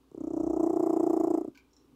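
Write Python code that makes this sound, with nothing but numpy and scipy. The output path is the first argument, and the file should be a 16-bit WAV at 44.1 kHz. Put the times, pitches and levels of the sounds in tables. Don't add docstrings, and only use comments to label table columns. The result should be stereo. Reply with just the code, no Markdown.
import sys
import numpy as np
from scipy import signal
from scipy.fft import rfft, irfft
from scipy.io import wavfile

SR = 44100
rng = np.random.default_rng(int(sys.argv[2]) if len(sys.argv) > 2 else 0)


def dump(signal):
    limited = np.clip(np.atleast_2d(signal).T, -1, 1)
    pcm = np.round(limited * 32767).astype(np.int16)
    wavfile.write(sys.argv[1], SR, pcm)


N = 85995


def amp(db):
    return 10 ** (np.asarray(db) / 20)


def read(points, hz):
    f, value = np.transpose(points)
    return np.interp(np.log(hz + 1), np.log(f + 1), value)


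def along(table, s):
    times, *columns = np.transpose(table)
    return [np.interp(s, times, column) for column in columns]


def add(mix, s, sound):
    start = max(round(s * SR), 0)
    part = mix[..., start:][..., :sound.shape[-1]]
    part += sound[..., :part.shape[-1]]


def colour(x, points, unit_power=True, size=8192):
    hz = abs(np.fft.fftfreq(size, 1 / SR))
    log_gain = np.log(amp(read(points, hz)))
    response = np.exp(np.conj(signal.hilbert(log_gain)))
    ring = np.fft.ifft(response).real[:size // 2]
    if unit_power:
        ring = ring / np.linalg.norm(ring)
    return signal.oaconvolve(np.atleast_2d(x), ring[None], axes=1)[:, :N]


def place(x, balance):
    half_db = read(balance, np.fft.rfftfreq(N, 1 / SR)) / 2
    return irfft(rfft(x) * amp([half_db, -half_db]), N)


def noise_pair(shared):
    common, *sides = rng.standard_normal((3, N))
    shared = np.clip(shared, 0, 1)
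    return np.sqrt(shared) * common + np.sqrt(1 - shared) * np.array(sides)


# frequency in Hz, time to fall 60 dB in s.
ROOM_T60 = [(150, 0.6), (400, 0.17), (1500, 0.27), (5000, 0.18), (14000, 0.1)]


def room(x, wet_db):
    hz, t, z = signal.stft(noise_pair(.5)[:, :SR // 2], SR, nperseg=256)
    decay = amp(-60 * t / read(ROOM_T60, hz)[:, None])
    after_direct = t > .004
    tail = signal.istft(z * decay * after_direct, SR, nperseg=256)[1]
    tail = tail / np.linalg.norm(tail[0])
    return x + amp(wet_db) * signal.fftconvolve(x, tail, axes=1)[:, :N]


# frequency in Hz, relative level in dB.
FLOOR_COLOUR = [(25, -13), (130, -6.5), (200, -10.5), (270, 5), (330, -5.5), (400, -1), (600, -16.5),
                (1100, -13), (1800, -26.5), (2900, -23), (5000, -27.5), (9000, -32), (15500, -33.5)]
FLOOR_DB, FLOOR_SHARED = -65.5, 0.4
HUM_HZ, HUM_DB = 58.7, -73.5


def background():
    t = np.arange(N) / SR
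    hum = amp(HUM_DB) * np.sqrt(2) * np.sin(2 * np.pi * HUM_HZ * t)
    return amp(FLOOR_DB) * colour(noise_pair(FLOOR_SHARED), FLOOR_COLOUR) + hum


# time in s, level before the flutter in dB.
FAINT_LEVEL = [(0, -64), (.1, -86), (.14, -88), (1.72, -87.5), (1.8, -68), (1.85, -61.5), (1.95, -62.5)]
# frequency in Hz, relative level in dB.
FAINT_COLOUR = [(60, -24), (130, -2.5), (200, -16.5), (270, 9), (330, -6.5), (420, -6), (600, -25.5),
                (1100, -25), (1600, -33.5), (4000, -43)]
FLUTTER_HZ, FLUTTER_DEPTH = 27, .45


def faint_purr():
    t = np.arange(N) / SR
    flutter = 1 + FLUTTER_DEPTH * np.cos(2 * np.pi * FLUTTER_HZ * t)
    level = amp(along(FAINT_LEVEL, t)[0])
    return colour(noise_pair(1.0) * flutter * level, FAINT_COLOUR)


# start in s, level in dB, decay constant in s.
SMACKS = [(1.549, -55.5, 0.0018), (1.5535, -57, 0.0077), (1.5745, -51.5, 0.0072)]
# frequency in Hz, relative level in dB.
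MOUTH_COLOUR = [(600, -30), (1000, 1), (1300, -26), (1540, 11.5), (1850, -29), (2290, 9), (2650, -5.5),
                (3080, -2.5), (3500, -13.5), (4600, -3), (5600, -9.5), (7000, -11), (9000, -28),
                (15000, -18)]
# start in s, level in dB, decay constant in s.
LICKS = [(1.710, -73, 0.0041), (1.731, -62, 0.0078), (1.7655, -56.5, 0.0054), (1.793, -73.5, 0.039)]
# frequency in Hz, relative level in dB.
TONGUE_COLOUR = [(1000, -8), (3300, -33), (4000, -3), (4700, -21), (5550, 7.5), (6100, -9), (7400, -5.5),
                 (9000, -43), (15000, -39)]
MOUTH_ROOM_DB = -6


def wet_ticks(events, cavity):
    level, t = np.zeros(N), np.arange(SR // 10) / SR
    for s, db, decay_s in events:
        add(level, s, amp(db) * np.exp(-t / decay_s))
    return room(colour(level * noise_pair(0.54), cavity), MOUTH_ROOM_DB)


# multiple of the pitch, level at mid-twitch in dB,
# swell over the twitch in dB, glide over the twitch as a share of frequency.
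TONES = [(.98, -3, 5, 0.11), (1.93, -17, -2.5, -0.096), (2.95, -30.5, 6.5, 0.19)]
ATTACK_S, RELEASE_S, OVERHANG_S, FIRST_FLAP_S = 0.0035, 0.0061, 0.0028, 0.00234
FULL_DB, FULL_PITCH_HZ = -20.5, 347.3
FOLDS_DB, BRIGHTEN_PER_DB = -0.5, 0.0744
SHUT_HZ, SHUT_DB, SHUT_S, SHUT_LEAD_S = 760, -11, 0.0016, 0.002314
HISS_DB, HISS_GROWTH_DB_PER_DB, HISS_PULSING, HISS_RELEASE_S = -26, 1.4, 0.26, 0.0067
SNAP_DB, SNAP_S = 6.5, 0.00025


def twitch(length_s, level_db, pitch_hz):
    t = np.arange(SR // 30) / SR
    progress = np.minimum(t / length_s - .5, 1)
    left_s = length_s + OVERHANG_S - t
    opening = np.sin(np.pi / 2 * np.clip(t / ATTACK_S, 0, 1))
    closing = np.sin(np.pi / 2 * np.clip(left_s / RELEASE_S, 0, 1)) ** 2
    gate = opening * closing
    over_db = level_db - FULL_DB
    dull = np.exp(BRIGHTEN_PER_DB * min(over_db, 0))

    flaps = 0
    for k, (multiple, db, swell_db, glide) in enumerate(TONES):
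        tone_hz = pitch_hz * multiple * (1 + glide * progress)
        turns = np.cumsum(tone_hz) / SR - (k + 1) * pitch_hz * FIRST_FLAP_S
        flaps = flaps + dull ** k * amp(db + swell_db * progress) * np.cos(2 * np.pi * turns)

    after_s = np.maximum(t - length_s + SHUT_LEAD_S, 0)
    shut_hz = SHUT_HZ * pitch_hz / FULL_PITCH_HZ
    shut_envelope = after_s / SHUT_S * np.exp(1 - after_s / SHUT_S)
    shut = dull ** 2 * amp(SHUT_DB) * np.sin(2 * np.pi * shut_hz * after_s) * shut_envelope

    pulsing = 1 + HISS_PULSING * np.cos(2 * np.pi * pitch_hz * t)
    flow = opening * np.clip(left_s / HISS_RELEASE_S, 0, 1) ** 2 * pulsing
    snap = amp(SNAP_DB + over_db / 2) * np.exp(-t / SNAP_S)
    air = flow * amp(HISS_GROWTH_DB_PER_DB * over_db) + snap

    voiced = amp(level_db + FOLDS_DB) * (np.sqrt(2) * gate * flaps + shut)
    return voiced, amp(FULL_DB + HISS_DB) * air, gate


# time in s, twitches per s, twitch length in s, level in dB, fold pitch in Hz.
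PURR = [(0.115, 33.33, 0.0058, -44.2, 353.0), (0.145, 33.81, 0.0057, -32, 349.0),
        (0.205, 31.97, 0.0125, -28.9, 295.0), (0.269, 28.82, 0.0129, -25.4, 313.0),
        (0.304, 33.7, 0.0105, -25.5, 328.0), (0.365, 29.87, 0.0145, -22.9, 313.0),
        (0.565, 30.97, 0.0132, -21.0, 337.0), (0.627, 30.09, 0.0168, -19.2, 331.0),
        (0.695, 29.02, 0.0142, -20.2, 345.0), (0.73, 33.22, 0.0118, -21.4, 351.0),
        (0.76, 29.77, 0.0148, -19.5, 343.0), (1.164, 29.63, 0.0144, -19.0, 342.0),
        (1.197, 27.03, 0.0167, -19.1, 339.0), (1.27, 30.25, 0.0132, -19.9, 345.0),
        (1.337, 27.48, 0.0153, -18.8, 333.0), (1.409, 27.98, 0.0099, -24.2, 331.0),
        (1.446, 31.94, 0.0069, -25.7, 331.0), (1.476, 31.94, 0.0098, -29, 296)]
PURR_END_S = 1.49
PITCH_JITTER, WOBBLE_DB, LATE_S = 0.005, 0.3, 0.00052


def twitches():
    folds, air, gates = np.zeros((3, N))
    s = PURR[0][0]
    for level_draw, pitch_draw, late_draw in rng.standard_normal((60, 3)):
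        if s > PURR_END_S:
            break
        rate_hz, length_s, level_db, pitch_hz = along(PURR, s)
        late_s = LATE_S * late_draw
        level_db = level_db + WOBBLE_DB * level_draw
        pitch_hz = pitch_hz * (1 + PITCH_JITTER * pitch_draw)
        flaps, flow, gate = twitch(length_s - late_s, level_db, pitch_hz)
        add(folds, s + late_s, flaps)
        add(air, s + late_s, flow)
        add(gates, s + late_s, gate)
        s += 1 / rate_hz
    return folds, air, gates


# frequency in Hz, relative level in dB.
PUFF_COLOUR = [(30, -24), (90, -14.5), (140, -0.5), (230, -12), (500, -19), (2000, -62.5)]
PUFF_DB = -50


def air_puffs(gates):
    return amp(PUFF_DB) * colour(gates * noise_pair(0.95), PUFF_COLOUR)


# frequency in Hz, relative level in dB.
HISS_COLOUR = [(200, -4), (950, 13.5), (1300, 10.5), (1500, -7), (1850, -10), (2020, -6.5), (2400, -17),
               (3500, -22), (4700, -18.5), (5170, -5), (5600, -9.5), (7300, -3.5), (8400, -5.5),
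               (9300, -17.5), (10300, -21.5), (11400, -12.5), (12100, -6), (13200, -18), (15500, -22)]
# frequency in Hz, gain in dB.
EARLY_TINT = [(1300, 1.5), (1900, -8.5), (5000, -5.5), (5700, 7.5), (7000, 2), (12000, -8.5), (13500, 2)]
# time in s, tinted share.
EARLY_SHARE = [(.5, 0.87), (.8, 0.0059)]
# frequency in Hz, left minus right in dB.
HISS_BALANCE = [(2000, 3), (4000, -4), (5200, -2.5), (5700, -1.5), (7200, -10), (8400, 5.5), (10000, 3.5),
                (12000, -1)]
HISS_ROOM_DB = -10.5


def nose_hiss(air):
    hiss = colour(air * noise_pair(0.043), HISS_COLOUR)
    early = along(EARLY_SHARE, np.arange(N) / SR)[0]
    hiss = colour(early * hiss, EARLY_TINT, False) + (1 - early) * hiss
    return room(place(hiss, HISS_BALANCE), HISS_ROOM_DB)


# frequency in Hz, gain in dB.
THROAT = [(30, -11), (140, -17.5), (240, -1.5), (330, 0.5), (640, 2.5)]
# time in s, level before doubling and filter in dB.
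THUMP_LEVEL = [(.11, -69), (.2, -59), (.3, -58.5), (.45, -41.5), (.6, -53.5), (.7, -63.5), (1.0, -63),
               (1.3, -56.5), (1.49, -59.5)]
# frequency in Hz, gain in dB.
THUMP_COLOUR = [(32, -25), (58, 2), (85, -6), (130, -2.5), (200, -12.5), (400, -43.5)]
# delay in s, gain as a signed factor.
ECHOES = [(.008, -.107), (.0155, .087)]
# frequency in Hz, left minus right in dB.
PURR_BALANCE = [(60, 2), (330, -1.96), (450, -7), (740, -2), (900, -6.5), (1120, 8.5), (1400, 7),
                (2000, -4)]
PURR_ROOM_DB = -20.5


def purr_voice(folds, gates):
    thumps = 2 * gates * amp(along(THUMP_LEVEL, np.arange(N) / SR)[0])
    voice = colour(folds, THROAT, False) + colour(thumps, THUMP_COLOUR, False)
    hz = np.fft.rfftfreq(N, 1 / SR)
    echoes = sum(gain * np.exp(-2j * np.pi * hz * delay_s) for delay_s, gain in ECHOES)
    voice = irfft(rfft(voice) * (1 + echoes), N)
    return room(place(voice, PURR_BALANCE), PURR_ROOM_DB)


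def purr():
    folds, air, gates = twitches()
    return air_puffs(gates) + nose_hiss(air) + purr_voice(folds, gates)


def scene():
    mouth = wet_ticks(SMACKS, MOUTH_COLOUR) + wet_ticks(LICKS, TONGUE_COLOUR)
    return background() + faint_purr() + mouth + purr()


def record(dry):
    lowpass = signal.firwin(511, 15750, window=("kaiser", 9), fs=SR)
    return signal.oaconvolve(dry, lowpass[None], "same")


dry = scene()
out = record(dry)
dump(out)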